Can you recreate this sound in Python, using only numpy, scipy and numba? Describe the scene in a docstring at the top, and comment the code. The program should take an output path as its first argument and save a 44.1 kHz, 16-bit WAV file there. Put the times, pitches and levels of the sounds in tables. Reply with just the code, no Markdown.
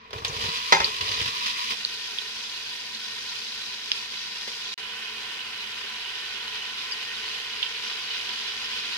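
"""A low stove drone and a faint rub of steel come first; then chopped onion slides off a board into hot oil.
Water boils out of the wet pieces in thousands of tiny bursts a second, with a louder spit now and then.
Each heap flares up and sinks to a steady sizzle; halfway the sound drops out for an instant, and the sizzle
is at once coarser, then grows as the pot regains its heat. Standing waves of the air in the pot colour it,
the plastic board chatters on the resonant steel wall, and two microphone ports above the rim hear it all."""
import sys
import numpy as np
from scipy import signal
from scipy.fft import rfft, irfft
from scipy.io import wavfile
from scipy.ndimage import uniform_filter1d, minimum_filter1d
from numba import njit

SR = 44100
rng = np.random.default_rng(int(sys.argv[2]) if len(sys.argv) > 2 else 0)


def to_wav(s):
    """Save 16-bit WAV."""
    ch = np.atleast_2d(s).T  # columns
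    pcm = np.round(np.clip(ch, -1, 1) * 32767)  # PCM
    wavfile.write(sys.argv[1], SR, pcm.astype(np.int16))


N = 395577
TIME = np.arange(N) / SR

# low drone of the stove, relative spectrum: (f/Hz, level/dB)
STOVE_SPECTRUM = [(20, -19), (35, -39), (55, 5), (80, -5.5), (120, 5.5), (155, -5.5), (225, 8.5), (300, -6),
                  (450, 0), (1000, -17.5), (2300, -41), (3200, -34), (6000, -36), (12000, -52)]
# modes of the steel wall: (f/Hz, relative level/dB, time to fall by 60 dB t/s)
STEEL_MODES = [(169.4, -30.5, 0.28), (382, -28, 0.47), (455, -38, 0.3), (565, -21, 0.2), (795, -17, 0.17),
               (906, -17, 0.21), (998, -24, 0.3), (1308, -16, 0.13), (1580, -16, 0.08), (1835, -22, 0.17),
               (2115, -14.5, 0.19), (2375, -29, 0.35), (2492, -26, 0.6), (2728, -22, 0.13),
               (3305, -17, 0.1), (3480, -19, 0.1), (3560, -25, 0.18), (4040, -25, 0.16), (4850, -18, 0.15),
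               (5635, -21, 0.11), (5951, -28, 0.2), (6204, -24, 0.16), (6870, -31, 0.17)]
# pieces sliding off the board and tumbling over each other: (start t/s, length t/s, level/dB)
SLIDES = [(0.01, 0.09, -57), (0.122, 0.043, -41), (0.27, .03, -38), (0.366, 0.084, -43), (0.53, 0.033, -54),
          (0.704, .025, -46), (0.78, 0.018, -38.5), (0.996, 0.024, -40.5), (1.07, 0.034, -44),
          (1.156, 0.061, -47), (1.445, 0.24, -72)]
# clumps landing or slumping in the oil, relative levels: (t/s, splash level/dB, thud level/dB, tap level/dB)
CLUMPS = [(0.1072, -30, -49, -43), (0.13, -21, -49.5, -30.5), (0.159, -34, -31, -43),
          (0.183, -30, -52, -52), (0.221, -32, -35, -32.5), (0.2485, -9.5, -40, -39), (.299, -38, -34, -36),
          (.366, -24, -31.5, -56), (.423, -40, -39, -43), (.439, -25, -31, -32), (0.458, -29, -29, -41),
          (.485, -22, -33, -48), (.878, -28, -57, -30.5), (1.0092, -15.5, -43, -45), (1.074, -47, -52, -44),
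          (1.1142, -15, -39, -56), (1.134, -38, -52, -38), (1.199, -22, -49, -45),
          (1.2142, -15, -28.5, -42), (1.258, -17, -34, -49), (1.28, -20, -38, -56), (1.461, -20, -63, -44),
          (1.706, -15, -59, -48), (1.72, -23, -54, -42), (1.733, -39, -50, -42), (4.477, -21, -65, -37)]
# heaps of onion reaching the oil: (t/s, relative level of the lasting sizzle/dB)
HEAPS = [(.128, -58), (.236, -45.5), (.39, -41.5), (.52, -41.5), (.98, -43), (1.17, -50.5), (1.42, -46.5)]
# standing waves of the air under the board: (f/Hz, width/Hz, level over the direct sound/dB)
COVERED_AIR_MODES = [(224, 16, 11), (449, 28.6, 19), (975, 39, 14.5), (1085, 96, 11), (1896, 240, 2.5),
                     (2440, 210, -1)]
# standing waves of the air in the open pot: (f/Hz, width/Hz, level over the direct sound/dB)
OPEN_AIR_MODES = [(222, 11.4, 13.5), (437, 62, 14), (987.5, 43.6, 11.5), (1386, 22, 5), (1510, 26, 7.5),
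                  (1828, 18.6, 9.5), (2154, 27, -7), (2497, 27, 3.5), (747, 32, 1)]
# gain for the crackle under the board: (f/Hz, level/dB)
BOARD_GAIN = [(250, 6.5), (550, -2.5), (700, 5), (830, -14.5), (980, 9), (1500, 1.5), (2200, 0)]
# gain for all the crackle: (f/Hz, level/dB)
SIZZLE_GAIN = [(150, -26.5), (330, -22), (630, -23.5), (800, -15.5), (1200, -12.5), (2000, -6),
               (2700, -0.84), (3700, -0.5), (4900, -2), (6300, -13.5), (7700, -19), (10000, -22.5),
               (13000, -28), (15300, -35.5)]
# relative spectrum of patter and slaps: (f/Hz, level/dB)
TAP_SPECTRUM = [(100, -26), (300, -6), (500, -9.5), (720, 1.5), (1000, -9), (1600, -2), (3000, -32),
                (6000, -38)]
# relative spectrum of the tumbling pieces: (f/Hz, level/dB)
TUMBLE_SPECTRUM = [(25, -17), (50, 5), (100, 7.5), (150, -2.5), (230, -14.5), (330, -9), (450, -8.5),
                   (700, -5), (1100, -13), (1600, -19), (3000, -28), (6000, -33)]
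# drops of water bursting in the oil: (t/s, peak level/dB, f/Hz, rise t/ms, wall echoes relative to the ping/dB)
SPITS = [(0.248, -17, 3120, 0.35, -10), (0.25, -20, 3400, 0.34, -4), (.281, -25, 6040, 0.32, 5),
         (0.8442, -7.5, 4520, 0.58, -2), (1.0935, -25, 3020, .7, -4), (1.206, -15, 2960, 0.48, -2),
         (1.215, -19, 3200, 0.28, -1), (1.8496, -9, 4380, 0.53, -14), (2.186, -16, 3380, 0.64, -3),
         (2.949, -22, 4120, 0.37, -1), (3.9172, -7.5, 3080, 0.36, -10), (3.9174, -14, 5000, 0.44, -2),
         (4.137, -27, 3030, 0.27, 4), (6.912, -30, 5610, 1.4, -1), (6.919, -26, 4790, 4.4, -1),
         (7.6286, -12.5, 3150, 0.58, -1), (7.6316, -12, 3500, 0.31, -6), (7.662, -25, 2950, 0.7, 4),
         (8.716, -18, 2930, 0.21, -9)]
# blows of the board on the pot, relative levels: (t/s, clack level/dB, ring level/dB)
KNOCKS = [(0.7231, -3, -2.5), (0.728, -17.5, -34), (0.7356, -26, -26), (0.7388, -24, -28),
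          (0.7488, -20, -20), (0.757, -31, -28), (0.767, -26, -17), (0.8007, -24, -21), (0.8037, -22, -18),
          (0.817, -30, -30)]
# relative spectrum of the plastic clack: (f/Hz, level/dB)
CLACK_SPECTRUM = [(100, -29), (250, -9), (530, 9.5), (700, 1.5), (900, 15), (1300, 6), (1900, 9),
                  (3000, -4), (3650, 5), (4200, -0.5), (5500, -2), (7500, -19), (12000, -28), (15000, -67)]
# difference between the two ports for sound from the pot: (f/Hz, left minus right level/dB)
PORT_DIFFERENCE = [(120, -3), (220, -5), (370, -2.5), (500, 0), (1200, 2.5), (2200, -1.5), (3000, -4.5),
                   (4000, -6), (4500, 4.5), (5100, 6.5), (6300, 12.5), (8000, 4), (8800, 0.5), (9900, 2),
                   (13500, -6.5)]
# the instant for which the sound drops out: (start t/s, end t/s)
DROPOUT = (4.742, 4.7772)

TOP_HZ = 15750  # upper edge of the passband
FLARE_RISE_S, FLARE_DB, FLARE_S = 0.058, 9, 0.11  # a heap flares up until its surface water is gone
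BOARD_AWAY_S, BOARD_LIFT_S = 1.703, 0.074
BOARD_DB = 4  # the board throws the sizzle back while it covers the pot
COARSE_DB, SMALL_DB, SPRAY_DB = 1.5, 2.5, 5.5  # coarse and small bubbles, fine spray against middle sizes
BOARD_COARSE_DB, BOARD_SMALL_DB, BOARD_SPRAY_DB = -4, -2, -1.5  # their change under the board
DRYING_DB_PER_S = 0.72  # the spray thins as the pieces dry
LATER_S, LATER_COARSE_DB, LATER_SMALL_DB = 4.76, 3, -7  # from here on the sizzle is at once coarser
REHEAT_DB_PER_S, REHEAT_FINER_DB_PER_S = 1.05, 0.57  # then the pot regains its heat: louder, and finer again
WAVER_DB = 0.65  # spread of the slow wavering of each bubble size
SLIDE_ATTACK_S, SLIDE_RELEASE_DB_PER_S = 0.03, 112
STEAM_DRIFT, STEAM_DRIFT_HZ = 0.0075, 9  # drifting steam detunes the air: share of the pitch, changes a second
BOARD_DETOUR_MS = .53


def undb(db):
    """Amplitude ratio: 20 dB is a factor of ten."""
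    return 10 ** (np.asarray(db) / 20)


def unit(x):
    """Normalisation: scale to an rms of 1."""
    return x / np.sqrt(np.mean(x ** 2))


def convolve(x, response):
    """Linear superposition: pass a sound through an impulse response, keeping its length."""
    return signal.fftconvolve(np.atleast_2d(x), np.atleast_2d(response), axes=-1)[:, :x.shape[-1]]


def colour(x, points, scale=1, size=4096):
    """Minimum-phase filtering: the folded cepstrum of a gain curve through (f/Hz, level/dB) is causal."""
    hz, db = np.transpose(points)
    bins_hz = np.fft.rfftfreq(size, 1 / SR)
    gain = undb(scale * np.interp(np.log(bins_hz + 1), np.log(hz), db))
    cepstrum = irfft(np.log(gain))
    cepstrum[1:size // 2] *= 2
    cepstrum[size // 2 + 1:] = 0
    return convolve(x, irfft(np.exp(rfft(cepstrum))))


def lowpass(x, hz):
    """Zero-phase filtering: low-pass without phase shift, so that the rest is a clean high-pass."""
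    return signal.sosfiltfilt(signal.butter(3, min(hz, .45 * SR), fs=SR, output="sos"), x)


def walk(rate_hz):
    """Random fluctuation: chance values joined by straight lines, with a spread near 1."""
    knots = rng.standard_normal(4096)
    return np.interp(TIME * rate_hz, np.arange(len(knots)), knots) * np.sqrt(3 / 2)


def add(out, s, sound):
    """Superposition: mix a short sound in at time s."""
    i = max(int(s * SR), 0)
    out[:, i:i + sound.shape[-1]] += sound[..., :N - i]


def since(s):
    """Elapsed time: seconds gone by since time s, zero before it."""
    return np.maximum(TIME - s, 0)


def covered():
    """Screening: 1 while the board lies over the pot, falling to 0 as it is lifted away."""
    return 1 - np.minimum(since(BOARD_AWAY_S) / BOARD_LIFT_S, 1)


def stove(early_db=-61, late_db=-65.5, hum_hz=102, hum_db=-67, hum_from_s=4.2):
    """Correlated noise gives a drone nearly alike at both ports; later it sinks as a wavering hum joins in."""
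    noise = rng.standard_normal(N) + .25 * rng.standard_normal((2, N))
    late = np.clip(TIME - hum_from_s, 0, 1)
    drone_db = early_db + (late_db - early_db) * late + walk(6.2)
    phase = 2 * np.pi * np.cumsum(hum_hz + 3 * walk(34)) / SR
    hum = (np.sin(phase) + 0.75 * np.sin(phase / 2)) * undb(hum_db + 2 * walk(7.6))
    return unit(colour(noise, STOVE_SPECTRUM)) * undb(drone_db) + hum * late


def rim_rub(level_db=-61, until_s=0.25, width_hz=14, low_hz=1700, high_hz=3700):
    """Forced vibration: the tilting board rubs on the rim and keeps the middle steel modes ringing faintly."""
    rub = rng.standard_normal((2, N))
    t = TIME[:8192]
    ring = sum(np.exp(-np.pi * width_hz * t) * np.sin(2 * np.pi * hz * t) * t60
               for hz, _, t60 in STEEL_MODES if low_hz < hz < high_hz)
    return unit(convolve(rub, ring)) * undb(level_db - SLIDE_RELEASE_DB_PER_S * since(until_s))


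def tumbling():
    """Amplitude envelope: each slide starts quickly, holds and dies away exponentially."""
    return sum(np.minimum(since(s) / SLIDE_ATTACK_S, 1) * undb(db - SLIDE_RELEASE_DB_PER_S * since(s + length))
               for s, length, db in SLIDES)


def bursts(count, spread_db, lag_ms=-.115, scatter_ms=.07):
    """Shot noise: mostly small random clicks, each reaching the two ports with the lag of its place in the pot."""
    when, place, sign = rng.random((count, 3)).T
    size = np.sign(sign - .5) * undb(spread_db * np.minimum(rng.exponential(size=count), 7))
    lag = (lag_ms + scatter_ms * np.tan(2.6 * (place - .5))) * SR / 1000
    left = np.bincount((when * N + lag).astype(int) % N, size, N)
    right = np.bincount((when * N).astype(int), size, N)
    return np.array([left, right])


def wall_echoes(t60_s, size=4096):
    """Reverberation: dense decaying reflections between the steel walls, different at each port; energy 1."""
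    t = TIME[:size]
    echoes = rng.standard_normal((2, size)) * undb(-60 * t / t60_s) * (t > .0007)
    echoes -= lowpass(echoes, 1100)
    return echoes / np.sqrt(np.sum(echoes ** 2) / 2)


def in_pot(x, echo_db=-3, echo_t60_s=0.15):
    """Reflection: a sound at one place in the pot, with the echoes that belong to that place."""
    return x + undb(echo_db) * convolve(x, wall_echoes(echo_t60_s))


def round_the_board(x):
    """Path difference: the board makes sound reach the left port late, by way of the gap on the right."""
    return np.array([np.roll(x[0], int(BOARD_DETOUR_MS * SR / 1000)), x[1]])


@njit
def resonate(x, pole):
    """Resonance: one damped oscillator whose tuning may move from sample to sample."""
    out = np.zeros(x.shape)
    for c in range(x.shape[0]):
        z = 0j
        for i in range(x.shape[1]):
            z = z * pole[i] + x[c, i] + 1e-18
            out[c, i] = z.real
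    return out


def pot_air(x, modes):
    """Standing waves: the air in the pot rings with every burst, each mode wavering as steam drifts through."""
    out = x
    for hz, width_hz, db in modes:
        pitch_hz = hz * (1 + STEAM_DRIFT * walk(STEAM_DRIFT_HZ))
        pole = np.exp(np.pi * (2j * pitch_hz - width_hz) / SR)
        out = out + undb(db) * 2 * np.pi * width_hz / SR * resonate(x, pole)
    return out


def bubbles(count=3500, low_hz=2700, high_hz=6300, ring_ms=0.94, rise_per_s=12, spread_db=1.0):
    """Damped bubble oscillation: each rings a few cycles at its own, slightly rising pitch; rms 1."""
    out, t = np.zeros((2, N)), TIME[:512]
    for when, pitch, size, place in rng.random((count, 4)):
        hz = low_hz * (high_hz / low_hz) ** pitch
        age_s = np.maximum(t - np.array([[place], [1]]) / 4000, 0)  # the place sets the lag between the ports
        ping = np.exp(-1000 * age_s / ring_ms) * np.sin(2 * np.pi * hz * age_s * (1 + rise_per_s * age_s))
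        add(out, when * TIME[-1], undb(spread_db * np.log(max(size, .01))) * ping)
    return unit(in_pot(out))


def crackle(layers=3, flurry_db=.5, bubbles_db=-9):
    """Steam bursts excite the air modes, which change once the board is gone; rms near 1, in random flurries."""
    pops = unit(sum(in_pot(bursts(count=55000, spread_db=1.5)) for _ in range(layers)))
    pops = pops + undb(bubbles_db) * bubbles()
    board = covered()
    open_sound = pot_air(pops, OPEN_AIR_MODES)
    covered_sound = round_the_board(colour(pot_air(pops, COVERED_AIR_MODES), BOARD_GAIN))
    sound = (1 - board) * open_sound + board * covered_sound
    return unit(colour(sound, SIZZLE_GAIN)) * undb(flurry_db * (walk(19) / 2 + walk(70)))


def onions(pops, splash_t60_s=0.052, thud_hz=104, thud_scatter=0.18, thud_t60_s=0.076, tap_t60_s=0.11,
           splash_db=-13, slap_db=19.5, patter_db=-2):
    """Impact: each soft clump thuds on the base, slaps the air, patters and makes the crackle flare up."""
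    splash, thud, tap, slap = np.zeros((4, 1, N))
    t = TIME[:SR // 2]
    for s, wet_db, thud_db, tap_db in CLUMPS:
        hz = thud_hz * np.exp(thud_scatter * rng.standard_normal())
        add(splash, s, undb(wet_db + splash_db - 60 * t / splash_t60_s))
        add(thud, s, undb(thud_db - 60 * t / thud_t60_s) * np.sin(2 * np.pi * hz * t))
        add(tap, s, undb(tap_db + patter_db - 60 * t / tap_t60_s))
        add(slap, s, undb([tap_db + slap_db]))  # a single-sample impulse
    pieces = pot_air(round_the_board(bursts(count=6000, spread_db=1.2)), COVERED_AIR_MODES)
    slaps = pot_air(round_the_board(in_pot(colour(slap, TAP_SPECTRUM))), COVERED_AIR_MODES)
    patter = tap * unit(colour(pieces, TAP_SPECTRUM))
    slides = tumbling() * unit(colour(pieces, TUMBLE_SPECTRUM))
    return splash * pops + thud - lowpass(thud, 42) + slaps + patter + slides


def boiling():
    """Addition of powers: every heap flares up and sinks to a lasting sizzle; reheating lifts the sum."""
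    power = 0
    for s, db in HEAPS:
        rise = 1 - np.exp(-since(s) / FLARE_RISE_S)
        flare = 1 + undb(FLARE_DB) ** 2 * np.exp(-since(s) / FLARE_S)
        power = power + undb(db) ** 2 * rise * flare
    return np.sqrt(power) * undb(REHEAT_DB_PER_S * since(LATER_S))


def sizzle(pops, oil_db=-48, oil_hiss_db=-58, surge_db=1.3):
    """Bubble size sets the band: fresh wet pieces spray finely, later all is at once coarser; oil simmers faintly."""
    board, later = covered(), TIME > LATER_S
    finer_db = REHEAT_FINER_DB_PER_S * since(LATER_S)
    coarse_db = COARSE_DB + BOARD_COARSE_DB * board + LATER_COARSE_DB * later - finer_db
    small_db = SMALL_DB + BOARD_SMALL_DB * board + LATER_SMALL_DB * later + finer_db
    spray_db = SPRAY_DB + BOARD_SPRAY_DB * board - DRYING_DB_PER_S * TIME
    coarse, body, whole = (lowpass(pops, hz) for hz in (2300, 4000, 7500))
    sizes = coarse * undb(coarse_db)
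    sizes += (body - coarse) * undb(WAVER_DB * walk(9.8))
    sizes += (whole - body) * undb(small_db + WAVER_DB * walk(15))
    sizes += (pops - whole) * undb(spray_db + WAVER_DB * walk(12))
    board_gain = undb((BOARD_DB + surge_db * walk(30.95)) * board)
    simmer = coarse * undb(oil_db) + whole * undb(oil_hiss_db)
    return sizes * boiling() * board_gain + simmer


def spits(right_db=3, echo_t60_s=0.061, lag_ms=0.13, chirp=0.039):
    """Transient oscillation: a bursting drop pings a few cycles, rising in pitch, and bounces round the pot."""
    out, t = np.zeros((2, N)), TIME[:SR // 8]
    heard_s = np.maximum(t - np.array([[lag_ms / 1000], [0]]), 0)
    for s, db, hz, rise_ms, echo_db in SPITS:
        age = heard_s * 1000 / max(rise_ms, .1)
        pitch_hz = hz * (1 + chirp * np.tanh(age / 2 - .6))
        phase = 2 * np.pi * np.cumsum(pitch_hz * (heard_s > 0), axis=1) / SR
        ping = age ** 2 * np.exp(2 - 2 * age) * np.sin(phase)
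        add(out, s, undb(db) * (ping + undb(echo_db) * convolve(ping, wall_echoes(echo_t60_s))))
    return out * undb([[0], [right_db]])


def knocks(clack_t60_s=0.037, crack_db=3, crack_t60_s=0.014, room_db=-17, room_t60_s=0.31, width=0.19,
           lag_ms=.41, contact_ms=0.27, pair_db=-9, split_hz=21, rattle_rad=0.32, rattle_hz=170):
    """Modal excitation: the board chatters on the rim, the steel wall rings on and the kitchen answers."""
    out, t = np.zeros((2, N)), TIME[:SR]
    opposite = np.array([[1], [-1]])
    contact = 1 - np.exp(-(1000 * t / contact_ms) ** 2)
    decay = undb(crack_db - 60 * t / crack_t60_s) + undb(-60 * t / clack_t60_s) + undb(room_db - 60 * t / room_t60_s)
    for s, clack_db, ring_db in KNOCKS:
        shared, side = rng.standard_normal((2, len(t)))
        # the board shades the left port, which hears the blow later
        noise = np.array([np.roll(shared, int(lag_ms * SR / 1000)), shared])
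        noise = noise + opposite * width * (side - lowpass(side, 1200))
        blow = unit(colour(noise, CLACK_SPECTRUM)) * undb(clack_db) * decay
        for hz, mode_db, t60_s in STEEL_MODES:
            # short waves reach the two ports out of step
            phase = 2 * np.pi * (rng.random() + hz * t + opposite * rng.random() * hz / 7000)
            # the board rattles on the wall and roughens every mode
            phase += rattle_rad * np.interp(t * rattle_hz, np.arange(512), rng.standard_normal(512))
            # the handles split each mode into a close pair
            partner = np.sin(phase + 2 * np.pi * (split_hz * t + rng.random()))
            pair = np.sin(phase) + undb(pair_db) * partner
            blow += undb(ring_db + mode_db - 60 * t / t60_s) * pair
        add(out, s, blow * contact)
    return out


def steam_pocket(count=1300, hz=2985, scatter=0.042, rise_ms=4.1, glide_per_s=0.41, spread_db=1.0, level_db=-44):
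    """Frequency modulation: steam escapes under the pieces in overlapping chirps, each sliding in pitch."""
    out, t = np.zeros((2, N)), TIME[:2048]
    age = 1000 * t / rise_ms
    times = rng.uniform(LATER_S, TIME[-1], count)
    for when, (pitch, glide, size) in zip(times, rng.standard_normal((count, 3))):
        phase = 2 * np.pi * hz * (1 + scatter * pitch) * t * (1 + glide_per_s * glide * t)
        ports = np.sin(phase - np.array([[1], [0]]))  # left lags by one radian
        add(out, when, undb(spread_db * size) * age * np.exp(-age) * ports)
    share = np.mean(TIME > LATER_S)  # makes the level hold for the part that sounds
    return unit(out) * np.sqrt(share) * undb(level_db)


def scene():
    """Directional hearing: pot sounds reach the ports from below; knocks, rub and stove skip that colouring."""
    pops = crackle()
    left, right = sizzle(pops) + onions(pops) + steam_pocket() + spits()
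    from_pot = np.vstack([colour(left, PORT_DIFFERENCE, scale=.5), colour(right, PORT_DIFFERENCE, scale=-.5)])
    return from_pot + knocks() + rim_rub() + stove()


def record(dry):
    """Gain control: a fast limiter holds peaks at full scale; the sound drops out for an instant; the top is cut."""
    headroom = 1 / np.maximum(np.abs(dry).max(axis=0), 1)
    limited = dry * uniform_filter1d(minimum_filter1d(headroom, size=41), size=41)
    outside_dropout = (TIME < DROPOUT[0]) | (TIME > DROPOUT[1])
    live = uniform_filter1d(1. * outside_dropout, size=24)
    sound = limited * np.maximum(live, undb(-49))
    return signal.sosfilt(signal.ellip(10, .2, 80, TOP_HZ, fs=SR, output="sos"), sound)


dry = scene()
out = record(dry)
to_wav(out)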